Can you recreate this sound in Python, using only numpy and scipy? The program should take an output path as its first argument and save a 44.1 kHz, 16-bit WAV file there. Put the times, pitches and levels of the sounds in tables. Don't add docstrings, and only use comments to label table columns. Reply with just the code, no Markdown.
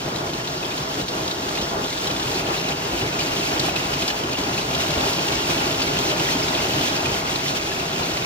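import sys
import numpy as np
from scipy import signal
from scipy.fft import rfft, irfft, next_fast_len
from scipy.io import wavfile
from scipy.ndimage import uniform_filter1d, map_coordinates

SR = 44100
rng = np.random.default_rng(int(sys.argv[2]) if len(sys.argv) > 2 else 0)


def waveform_to_disk(signal):
    frames = np.transpose(np.atleast_2d(signal))
    scaled = np.clip(frames, -1, 1) * 32767
    samples = np.round(scaled).astype(np.int16)
    wavfile.write(sys.argv[1], SR, samples)


def gain_from_decibels(decibels):
    exponent = np.asarray(decibels, float) / 20
    return 10 ** exponent


N = 363825

# (time [s], level [dB])
FALL = [(0, -31), (.45, -29), (1.1, -28.5), (1.6, -28), (2.0, -27.5), (2.5, -26.5), (2.85, -28),
        (3.5, -24.5), (3.95, -27.5), (4.3, -27), (4.7, -26), (5.0, -25), (5.5, -24.5), (6.2, -24.5),
        (6.8, -24.5), (7.1, -25), (7.7, -27.5), (8.25, -27)]
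# (time [s], level over the steady fall [dB], length [s])
GUSTS = [(0.073, 6, 0.028), (0.2, 5, 0.079), (0.81, 1.5, 0.023), (1, 4, 0.024), (1.067, -5, 0.026),
         (1.195, 3.5, 0.079), (1.337, -2, 0.018), (1.607, 3, 0.19), (1.7, -7, 0.013), (1.79, 5, 0.056),
         (1.933, -3, 0.095), (2.507, 2.5, 0.034), (2.706, 4, 0.029), (2.787, -1, 0.032),
         (2.954, 3.5, 0.062), (2.993, -6, 0.03), (3.028, 6.5, 0.045), (3.683, 2.5, 0.018),
         (4.033, 5, 0.015), (4.26, 2, 0.034), (4.368, -6.5, 0.022), (4.383, 3.5, 0.034),
         (4.983, 6.5, 0.022), (5.15, -5.5, 0.014), (5.187, 2.5, 0.013), (5.474, -4, 0.013),
         (5.495, 5, 0.017), (5.673, -2, 0.013), (7.424, -1.5, 0.063), (8.01, 5, 0.024)]
# (time [s], level over the steady fall [dB], length [s])
SHEETS = [(0.057, 1.5, 0.034), (0.167, 1.5, 0.017), (0.229, -1.5, 0.023), (0.476, -1.5, 0.022),
          (0.783, 0.5, 0.025), (0.883, -0.7, 0.05), (1.005, 3, 0.025), (1.048, -3.5, 0.019),
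          (1.085, -0.5, 0.023), (1.125, -0.3, 0.021), (1.372, -1.5, 0.027), (1.559, 1.8, 0.025),
          (1.616, 1, 0.05), (1.771, -1.5, 0.16), (1.995, 0.7, 0.041), (2.038, 1, 0.025), (2.39, 2, 0.025),
          (2.432, -1.8, 0.03), (2.562, 1, 0.023), (2.637, -1, 0.021), (2.694, 1.5, 0.019),
          (2.744, -2.5, 0.017), (2.873, 0.9, 0.055), (3.108, -2, 0.017), (3.208, -1.5, 0.026),
          (3.455, -2, 0.02), (3.597, -1, 0.02), (3.662, 1.5, 0.011), (3.719, -2, 0.028), (3.791, 2, 0.024),
          (3.844, 0.5, 0.035), (3.894, -0.3, 0.025), (3.939, 2, 0.015), (4.018, 1, 0.027),
          (4.088, 3, 0.023), (4.146, -1.5, 0.019), (4.283, -2, 0.049), (4.325, 0, 0.025), (4.36, -4, 0.017),
          (4.395, 1.5, 0.025), (4.467, -0.5, 0.027), (4.535, 0.4, 0.05), (4.804, 2.5, 0.018),
          (5.076, 0.9, 0.12), (5.223, 1, 0.021), (5.348, 0.8, 0.014), (5.772, -0.6, 0.057),
          (5.817, 1.5, 0.033), (6.156, -1.5, 0.017), (6.323, 2, 0.025), (6.388, 1, 0.025),
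          (6.622, 2, 0.017), (6.702, 0.4, 0.017), (6.834, 1.9, 0.04), (6.964, 2.5, 0.022),
          (7.236, -3, 0.027), (7.478, 1.7, 0.037), (7.568, 5, 0.016), (7.999, 2.5, 0.028),
          (8.141, -0.4, 0.025)]
# (frequency [Hz], width [Hz], left level [dB], right level [dB])
CABIN = [(52.7, 39, -11, -10.5), (82, 74, -14, -14), (148.7, 72, -5, -5), (270.7, 29, -7, -4),
         (321, 35, -5, -6), (385, 71, -5.5, -3.5), (480, 85, -12.5, -13), (646, 74, -4.5, -0.4),
         (818, 8.6, 3.5, -2), (945, 540, -2, -6), (1230, 42, -20, -6.5), (1390, 100, -5, -5)]
# (time [s], level [dB], ring [Hz])
BOOMS = [(0.132, -30, 137), (0.459, -33, 143), (0.791, -23, 146), (1.004, -28, 181), (1.121, -28, 135),
         (1.274, -28, 178), (1.597, -40, 150), (1.764, -35, 203), (2.255, -22.5, 133), (2.464, -36, 130),
         (2.567, -22, 161), (2.831, -28, 132), (2.922, -26, 54), (3.051, -24.5, 151), (3.926, -23, 144),
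         (4.231, -31, 178), (4.369, -29, 168), (4.578, -27, 127), (4.678, -19, 137), (4.892, -21, 153),
         (5.488, -21, 147), (5.701, -27, 144), (5.868, -28, 141), (6.19, -21, 143), (6.303, -24, 162),
         (6.726, -22, 121), (7.061, -19, 136), (7.443, -30, 147), (7.557, -28.5, 130), (7.853, -30, 164)]
# (time [s], peak [dB], ring [Hz])
THUDS = [(0.07, -21, 330), (0.502, -21.5, 614), (0.63, -22, 318), (0.98, -17, 329), (1.197, -25, 387),
         (1.377, -18, 405), (1.55, -21, 318), (1.617, -15, 350), (1.711, -19, 403), (1.77, -17, 410),
         (2.108, -15, 297), (2.351, -14.5, 375), (2.454, -23, 676), (2.565, -21, 370), (2.852, -16, 402),
         (2.941, -14.5, 342), (3.007, -18, 237), (3.247, -17, 350), (3.393, -14, 359), (3.537, -21, 330),
         (3.631, -21, 344), (3.682, -13, 706), (4.0, -20, 660), (4.243, -14, 347), (4.385, -12, 288),
         (4.472, -13, 271), (4.83, -16, 680), (4.9, -16, 603), (4.981, -17.5, 393), (5.065, -8, 400),
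         (5.178, -13, 336), (5.244, -18, 323), (5.566, -15, 290), (5.661, -9, 364), (5.809, -20, 293),
         (6.088, -17, 400), (6.121, -15, 600), (6.352, -9, 270), (6.434, -15, 318), (6.5, -15, 253),
         (6.613, -15, 430), (6.753, -19, 316), (6.927, -24, 248), (7.039, -16, 257), (7.14, -16, 395),
         (7.326, -18, 270), (7.566, -19, 340), (7.634, -17, 404), (7.792, -15.5, 395), (8.117, -16, 320)]
# (time [s], peak [dB], ring [Hz])
CRACKS = [(0.1595, -17, 3940), (0.1845, -20.5, 3590), (0.3336, -19.5, 4160), (0.4733, -18, 3800),
          (0.7751, -26.5, 3950), (1.0819, -18, 3730), (1.2595, -26, 4340), (1.278, -15, 3960),
          (1.3114, -15.5, 3890), (1.4875, -19, 3600), (1.5514, -20, 3800), (1.6137, -18, 3570),
          (1.8432, -21, 3750), (1.9011, -20, 4040), (1.928, -20, 3740), (1.9739, -19, 3500),
          (2.0707, -16, 3780), (2.1121, -17, 3860), (2.1635, -18, 3470), (2.1974, -23, 4300),
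          (2.2253, -21, 3600), (2.4882, -27, 3900), (2.6873, -17.5, 3880), (3.1916, -17, 4760),
          (3.2076, -20, 4000), (3.3667, -24, 3550), (3.5798, -31, 3760), (3.596, -9.5, 4360),
          (3.7604, -15.5, 3830), (3.933, -21.5, 3460), (4.0203, -16, 3250), (4.0791, -10.5, 4530),
          (4.3141, -26, 3260), (4.3291, -21, 4260), (4.3819, -22, 3800), (4.4343, -25, 3870),
          (4.5411, -20, 4010), (4.7326, -27, 3950), (4.7471, -17, 3740), (4.803, -22, 3320),
          (4.8808, -21, 3700), (4.9048, -16, 3680), (5.0075, -18, 3850), (5.1327, -18, 4590),
          (5.2794, -27, 3730), (5.3193, -20.5, 4130), (5.5004, -20, 3250), (5.9868, -17, 3230),
          (6.0975, -18, 4050), (6.1115, -21, 3360), (6.1943, -25, 4250), (6.3051, -25, 4220),
          (6.4817, -19.5, 3900), (6.7925, -31, 4400), (6.8089, -29, 3560), (6.8728, -15, 3450),
          (7.3228, -27, 3320), (7.3572, -14, 4150), (7.4819, -20, 4300), (8.1703, -18, 4200)]
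# (time [s], peak [dB], ring [Hz])
KNOCKS = [(0.4467, -27, 3150), (0.6284, -19.5, 2560), (1.012, -25.5, 2880), (1.5753, -16, 2820),
          (2.0712, -22, 3080), (2.1016, -24, 3070), (2.1963, -23, 2950), (2.2752, -19, 2760),
          (2.5639, -19, 2950), (2.9367, -27, 2490), (3.013, -25, 2860), (3.1908, -16, 2400),
          (3.202, -16, 2930), (3.3662, -28, 3150), (3.692, -18, 2570), (3.761, -16, 2600),
          (3.852, -29, 2740), (3.9382, -22, 2850), (3.9948, -39, 2710), (4.012, -20, 2560),
          (4.0241, -19, 2590), (4.1012, -16, 2960), (4.3282, -21.5, 2460), (4.577, -15.5, 2620),
          (4.7098, -21, 2700), (4.7336, -23, 2400), (4.7512, -17, 2710), (4.804, -26, 2670),
          (4.8626, -22.5, 2950), (4.9376, -25, 3010), (4.977, -30, 2930), (5, -25, 2590),
          (5.0769, -23.5, 2830), (5.2822, -20.5, 2790), (5.3215, -23, 2710), (5.3774, -25, 2830),
          (5.507, -19, 2510), (5.5762, -23, 2640), (5.7465, -25, 3100), (5.8195, -19, 2800),
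          (5.875, -22, 2250), (5.9346, -22, 3000), (5.967, -17, 2600), (6.098, -28, 3040),
          (6.1774, -27, 2640), (6.1947, -20, 2650), (6.235, -21, 2610), (6.2756, -33, 3000),
          (6.574, -23, 2450), (6.6197, -22, 2590), (6.6662, -25, 3250), (6.7359, -23, 3040),
          (6.792, -25, 2810), (6.811, -20, 2960), (7.0566, -16, 2480), (7.0963, -24, 2570),
          (7.48, -38, 2900), (7.6221, -22, 2470), (7.7972, -18.5, 2710), (8.1718, -25.5, 2520)]
# (time [s], level [dB], pitch [Hz])
TAPS = [(0.189, -37, 2530.0), (0.289, -34, 3220), (0.338, -32, 2730.0), (0.401, -31, 2780),
        (0.571, -31, 4580.0), (0.643, -29.5, 3240.0), (0.646, -32, 5100), (0.705, -29, 3510.0),
        (0.712, -29, 2450), (0.899, -34, 2910.0), (0.987, -32, 3010.0), (1.08, -33, 4430.0),
        (1.167, -33, 2580.0), (1.202, -34, 2500), (1.482, -33, 3100), (1.582, -29, 3820),
        (1.623, -30, 5150), (1.629, -29, 2950), (2.099, -29, 2550), (2.339, -30, 4240.0),
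        (2.353, -28, 4570.0), (2.46, -30, 3060), (2.573, -26, 4000), (2.702, -28, 2420),
        (2.718, -27, 2920.0), (2.766, -32, 4770.0), (3.153, -35, 2980), (3.205, -26, 4520.0),
        (3.214, -30.5, 2430.0), (3.317, -29, 2870.0), (3.692, -32, 3030.0), (3.762, -26, 2750),
        (3.8, -35, 2880), (3.931, -27.5, 4970), (4.032, -31, 2860), (4.343, -25, 2780),
        (4.521, -27.5, 2810.0), (4.541, -38, 3110.0), (4.613, -32, 4110.0), (5.344, -28, 5330),
        (5.387, -25, 3080), (5.415, -29, 3130), (5.6, -24, 2710.0), (5.612, -36, 3430),
        (5.816, -24, 4660.0), (6.108, -27, 3130), (6.194, -28, 2970.0), (6.426, -24, 5000),
        (6.435, -35.5, 3430), (6.539, -27, 3930), (6.64, -27, 2850.0), (6.836, -34, 2950),
        (6.898, -28, 2930.0), (6.958, -27, 4740), (7.049, -30, 2960.0), (7.48, -26.5, 4240),
        (7.572, -36, 2500), (7.911, -31.5, 3990.0), (8.015, -28, 2860.0), (8.026, -27, 4400)]
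# (time [s], level [dB])
FACING = [
    (0, -1.5),
    (2.0, -3),
    (2.4, 2),
    (4.2, 1.5),
    (4.6, 0),
    (8.25, 1.5),
]
# (frequency [Hz], width [Hz], level [dB])
GLASS = [
    (2710, 63, -1),
    (2850, 67, -12),
    (5200, 1900, 3.5),
]
# (frequency [Hz], level per Hz [dB])
LOT = [(700, -40), (1400, -10.0), (1800, -11.9), (2600, -7.1), (3100, -8.2), (3900, -10.7), (4900, -11.4),
       (5600, -12.8), (7000, -15), (9000, -20.1), (10500, -24.9), (12900, -22.8), (14500, -27.8),
       (15700, -33.3)]
# (frequency [Hz], likeness [0-1])
ALIKE = [(200, 1), (420, .975), (560, .3), (750, .24), (1050, .45), (1380, .68), (1850, .14), (2800, .68),
         (3600, .25), (4900, .63), (5400, .58), (6300, .82), (12800, .88), (15500, .62)]
# (frequency [Hz], lead [rad])
LEAD = [(40, -.02), (300, -.12), (520, -.6), (680, .4), (1030, 3.2), (1290, 2.9), (1750, 1.9), (2200, 2.7),
        (3960, 1.5), (4900, 2.5), (5800, 1.8), (8200, 2.7), (11800, 3.6), (15100, 5.1)]
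# (frequency [Hz], left minus right [dB])
LEAN = [
    (1500, -0.5),
    (2700, 0),
    (4200, -1.2),
    (6400, 0),
]
# (from [Hz], to [Hz], share of frames kept [0-1], level [dB])
GAP_EDGES = [
    (7580, 7950, 1, .5),
    (7950, 8269, .97, 1),
    (8269, 8500, .3, 1.5),
    (8500, 8960, .05, 0),
    (11025, 11370, .2, 2),
    (11370, 11714, .5, 1.5),
    (11714, 12403, .97, .7),
]

BOOM_DB, DRUM_DB, CLATTER_DB = -4.5, -7.5, -5.5
BOOM_GROWS, DRUM_GROWS, CLATTER_GROWS = 1.0, 0.99, 1.12
DRUM_GUST, SHEET_DEPTH = .6, 1.15
EDDY_DB, EDDIES_PER_S = .8, 20
BOOM_RING_DB, BOOM_T60_S, BOOM_RISE_S = 4.5, 0.16, 0.018
THUD_DB, THUD_T60_S, THUD_RISE_S = -5, 0.087, 0.0036
CRACK_DB, KNOCK_DB = 3.5, 2.5
SNAP_T60_S, AFTER_T60_S, AFTER_DB = .0035, .05, -20
KNOCK_AFTER_DB = 7
CRACK_RATTLE_DB, KNOCK_RATTLE_DB, RATTLE_GROWS, MIDDLING_DB = -4, -4.5, 0.62, -16
CHIPS_TOP_HZ, CHIPS_RISE_S, CHIPS_T60_S = 11000, .003, .04
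CHIPS_Q, TUNED_DB, BROAD_DB = (2.5, 6), -8.5, -5
SHARD_S, SHARD_DB, SHARD_SPREAD = .015, -5, .22
TAP_DB, TAP_Q, TAP_RISE_S, TAP_T60_S = -1, 5, .005, .085
DOOR_HZ, DOOR_WIDTH_HZ = 2510, 920
DOOR_RING_HZ, DOOR_T60_S, DOOR_DB = 2656, 0.086, -20
FLICKER_DB = 1.15
PORT_LAG_S = .00007
MID_GAP_HZ, TOP_HZ = (8960, 11025), 15770
SIDE_FROM_HZ, SIDE_LIFT_DB = 70, 1


def roof(boom_db, drum_db):
    def cabin(f):
        power = 0
        for centre, width, left_db, right_db in CABIN:
            peak = (f * width) ** 2 / ((centre * centre - f * f) ** 2 + (f * width) ** 2)
            power = power + gain_from_decibels([[left_db], [right_db]]) ** 2 * peak
        return np.sqrt(power / (1 + (f / 2000) ** 4) / (1 + (45 / (f + 1)) ** 4))
    whole = ports(blows(share=.03, spread_db=5.5, blur=1.33), cabin)
    boom = filtered(whole, lambda f: 1 / (1 + (f / 520) ** 6))
    metal = whole - boom
    return gain_from_decibels(boom_db + 0.34) * unit(boom) + gain_from_decibels(drum_db + 4.0) * unit(metal)


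def booms():
    s, db, hz = np.transpose(BOOMS)
    return rings(s, gain_from_decibels(db + BOOM_RING_DB), hz, BOOM_T60_S, rise=BOOM_RISE_S, size=SR // 5)[0]


def thuds():
    s, db, hz = np.transpose(THUDS)
    return rings(s, gain_from_decibels(db + THUD_DB), hz, THUD_T60_S, rise=THUD_RISE_S, size=SR // 10)[0]


def stones():
    s, db, hz, rattle_db = near_stones()
    knock = (np.arange(len(s)) >= len(CRACKS)).astype(int)
    snap = rings(s, gain_from_decibels(db + 8), hz, SNAP_T60_S, rise=.0009)[0]
    after_db = db + 5.5 + AFTER_DB + KNOCK_AFTER_DB * knock
    after = rings(s, gain_from_decibels(after_db), hz, AFTER_T60_S, rise=.002, size=SR // 25)[0]
    cracks = snap + shards(s, db, hz) + after
    for ratio in (.75, 1.3, 1.6):
        cracks = cracks + rings(s, gain_from_decibels(db + 5 - 4 * knock), ratio * hz, .003, rise=.0009)[0]

    def ice(f):
        hump = f * 3000 / np.abs(3500 ** 2 - f * f + 1j * f * 3000)
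        return gain_from_decibels(20.0) * hump / np.sqrt(1 + (f / CHIPS_TOP_HZ) ** 4)

    def lag(f):
        shift = np.exp(1j * np.pi * f * PORT_LAG_S * np.array([[1], [-1]]))
        return shift / np.sqrt(1 + (900 / (f + 1)) ** 4)
    return filtered(cracks, lag) + ports(chips(s, rattle_db, hz, knock), ice)


def near_stones():
    s, db, hz = np.vstack([CRACKS, KNOCKS]).T
    counts = [len(CRACKS), len(KNOCKS)]
    db = db + np.repeat([CRACK_DB, KNOCK_DB], counts)
    rattle_db = np.repeat([CRACK_RATTLE_DB, KNOCK_RATTLE_DB], counts)
    fall = np.interp(s, *np.transpose(FALL))
    return s, db, hz, fall + rattle_db + RATTLE_GROWS * (db - MIDDLING_DB)


def shards(s, db, hz, count=5):
    late, luck = rng.random((len(s), count)), rng.standard_normal((len(s), count, 2))
    level = db[:, None] + SHARD_DB - 6 * late + 2.5 * luck[..., 0]
    pitch = hz[:, None] * np.exp(.1 + SHARD_SPREAD * luck[..., 1])
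    times = np.abs(s[:, None] + SHARD_S * (late - .15)).ravel()
    gains = gain_from_decibels(level + 6.5).ravel()
    return rings(times, gains, pitch.ravel(), SNAP_T60_S, rise=.0008, size=SR // 200)[0]


def chips(s, rattle_db, hz, knock):
    out, t = np.zeros((2, N + SR)), np.arange(SR // 10) / SR
    for start, level_db, pitch, kind in zip(s, rattle_db, hz, knock):
        fade = gain_from_decibels(level_db - 60 * t / CHIPS_T60_S) * (1 - np.exp(-t / CHIPS_RISE_S))
        spray = rng.standard_normal((2, 2, len(t)))
        tuned = unit(signal.lfilter(*signal.iirpeak(pitch, CHIPS_Q[kind], SR), spray[0]))
        rattle = gain_from_decibels(TUNED_DB) * tuned + gain_from_decibels(BROAD_DB) * spray[1]
        out[:, round(start * SR):][:, :len(t)] += fade * rattle
    return out[:, :N]


def taps():
    out, t = np.zeros((2, N + SR)), np.arange(SR // 12) / SR
    fade = gain_from_decibels(TAP_DB - 60 * t / TAP_T60_S) * (1 - np.exp(-t / TAP_RISE_S))
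    for s, db, hz in TAPS:
        rough = rng.standard_normal((2, len(t)))
        for stage in range(2):
            rough = signal.lfilter(*signal.iirpeak(hz, TAP_Q, SR), rough)
        out[:, round(s * SR):][:, :len(t)] += gain_from_decibels(db) * 2 * fade * unit(rough)
    return out[:, :N]


def door(near_db, count=160):
    chance, luck = rng.random((count, 2)), rng.standard_normal((count, 2))
    hz = DOOR_RING_HZ * (1 + .035 * luck[:, 1])
    notes = rings(chance[:, 0] * N / SR, gain_from_decibels(3 * luck[:, 0]), hz, DOOR_T60_S, chance[:, 1] < .3)
    return gain_from_decibels(near_db + DOOR_DB) * unit(notes)


def turned(x):
    gain = gain_from_decibels(np.interp(np.arange(N) / SR, *np.transpose(FACING)))
    return x + (gain - 1) * filtered(x, lambda f: np.exp(-((f - DOOR_HZ) / DOOR_WIDTH_HZ * 2) ** 2))


def pavement(near_db, count=6000):
    def far_colour(hz):
        return gain_from_decibels(along(LOT, hz)) * np.sqrt((1 + (hz / 6500) ** 2) / (1 + (hz / 12000) ** 2))

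    def near_colour(f):
        panels = sum(gain_from_decibels(db) * 1j * f * w / (c * c - f * f + 1j * f * w) for c, w, db in GLASS)
        return gain_from_decibels(along(LOT, f)) / np.sqrt(1 + (f / 7000) ** 2) * (1 + .9 * panels)
    far_db = near_db + FLICKER_DB * (wobble(22) + .5 * wobble(50))
    far = unit(filtered(rng.standard_normal((2, N)), far_colour))
    patter = unit(filtered(blows(share=.06, spread_db=4.3, blur=0.45), near_colour))
    chance = rng.random((count, 4))
    hz = 3200 * np.exp(0.23 * rng.standard_normal(count))
    size = gain_from_decibels(-13 * chance[:, 1] ** .45)
    t60 = (14 + 80 * chance[:, 2] ** 2) / hz
    ticks = unit(rings(chance[:, 0] * N / SR, size, hz, t60, chance[:, 3] < .4))
    flurries = gain_from_decibels(np.array([.5 * wobble(16) + 1.2 * wobble(45) for _ in range(2)]))
    near = flurries * (patter + gain_from_decibels(-2.5) * ticks)
    return gain_from_decibels(far_db + 1.2) * far + gain_from_decibels(near_db - 1.2) * near


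def levels():
    fall = np.interp(np.arange(N) / SR, *np.transpose(FALL))
    mean, gust = fall.mean(), swells(GUSTS)

    def layer(db, grows, swell, eddy):
        return mean + db + grows * (fall - mean) + swell + eddy * EDDY_DB * wobble(EDDIES_PER_S)
    return (layer(BOOM_DB, BOOM_GROWS, gust, 1),
            layer(DRUM_DB, DRUM_GROWS, DRUM_GUST * gust, 1),
            layer(CLATTER_DB, CLATTER_GROWS, SHEET_DEPTH * swells(SHEETS), .5))


def swells(rows):
    t, total = np.arange(N) / SR, np.zeros(N)
    for s, db, length in rows:
        span = slice(max(int((s - .25) * SR), 0), int((s + .25) * SR))
        total[span] += db * np.exp(-((t[span] - s) / length) ** 2)
    return total


def wobble(rate):
    knots = rng.standard_normal(int(N * rate / SR) + 4)
    return map_coordinates(knots, [np.arange(N) * rate / SR], order=1)


def blows(share, spread_db, blur):
    hit = rng.random((2, N)) < share
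    size = gain_from_decibels(spread_db * rng.standard_normal((2, N))) * rng.choice([-1, 1], (2, N))
    return unit(unit(hit * size) + blur * rng.standard_normal((2, N)))


def rings(times, gains, hz, t60, streams=0, rise=.0006, size=SR // 50):
    t = np.arange(size) / SR
    t60 = t60 * np.ones(len(times))
    streams = streams + np.zeros(len(times), int)
    envelope = gain_from_decibels(-60 * t / t60[:, None]) * (1 - np.exp(-t / rise))
    rows = gains[:, None] * np.sin(2 * np.pi * hz[:, None] * t) * envelope
    where = (times * SR).astype(int)[:, None] + np.arange(size) + streams[:, None] * (N + SR)
    return np.bincount(where.ravel(), rows.ravel(), 2 * (N + SR)).reshape(2, -1)[:, :N]


def ports(pair, colour):
    size = 2 * next_fast_len(N // 2 + 4096)
    hz = np.fft.rfftfreq(size, 1 / SR)
    turn = np.arccos(np.clip(along(ALIKE, hz), 0, 1)) / 2
    sign = np.array([[1], [-1]])
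    shared, opposed = rfft(pair, size)
    heard = shared * np.cos(turn) + sign * opposed * np.sin(turn)
    return irfft(heard * np.exp(.5j * sign * along(LEAD, hz)) * colour(hz))[:, :N]


def filtered(x, response):
    m = next_fast_len(N + 8192)
    return irfft(rfft(x, m) * response(np.fft.rfftfreq(m, 1 / SR)), m)[..., :N]


def along(points, hz):
    f, v = np.transpose(points)
    return np.interp(np.log(hz + 1), np.log(f + 1), v)


def unit(x):
    return x / np.sqrt(np.mean(x ** 2) + 1e-20)


def scene():
    def lean(hz):
        return gain_from_decibels(np.array([[.5], [-.5]]) * along(LEAN, hz)) / np.sqrt(1 + (900 / (hz + 1)) ** 4)
    boom_db, drum_db, near_db = levels()
    vehicle = roof(boom_db, drum_db) + booms() + thuds()
    lot = turned(pavement(near_db) + door(near_db)) + taps()
    return vehicle + stones() + ports(lot, lean)


def band_limit(x):
    return signal.sosfilt(signal.butter(12, 16970, fs=SR, output="sos"), x)


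def record(dry):
    pair = np.array([dry[0] + dry[1], dry[0] - dry[1]]) / 2
    pair = np.pad(pair, ((0, 0), (513, 0)))
    hz, t, z = signal.stft(pair, SR, nperseg=2048, noverlap=1024)
    z[0, (hz >= MID_GAP_HZ[0]) & (hz < MID_GAP_HZ[1])] = 0
    for start, end, kept, db in GAP_EDGES:
        band = (hz >= start) & (hz < end)
        power = np.log(np.sum(np.abs(z[0, band]) ** 2, 0) + 1e-20)
        swell = power - uniform_filter1d(power, size=25)
        z[0, band] *= gain_from_decibels(db) * (swell >= np.quantile(swell, 1 - kept))
    side_gain = gain_from_decibels(SIDE_LIFT_DB * (hz > 7580)) / np.sqrt(1 + (SIDE_FROM_HZ / (hz + 1)) ** 4)
    z[1] *= side_gain[:, None]
    step = np.round(.8 * rng.standard_normal((2, len(t))))
    top = TOP_HZ - np.array([[300], [400]]) * np.clip(step - [[1], [0]], 0, 3)
    z *= hz[:, None] < top[:, None]
    mid, side = signal.istft(z, SR, nperseg=2048, noverlap=1024)[1][:, 513:N + 513]
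    return band_limit(np.array([mid + side, mid - side]))


dry = scene()
out = record(dry)
waveform_to_disk(out)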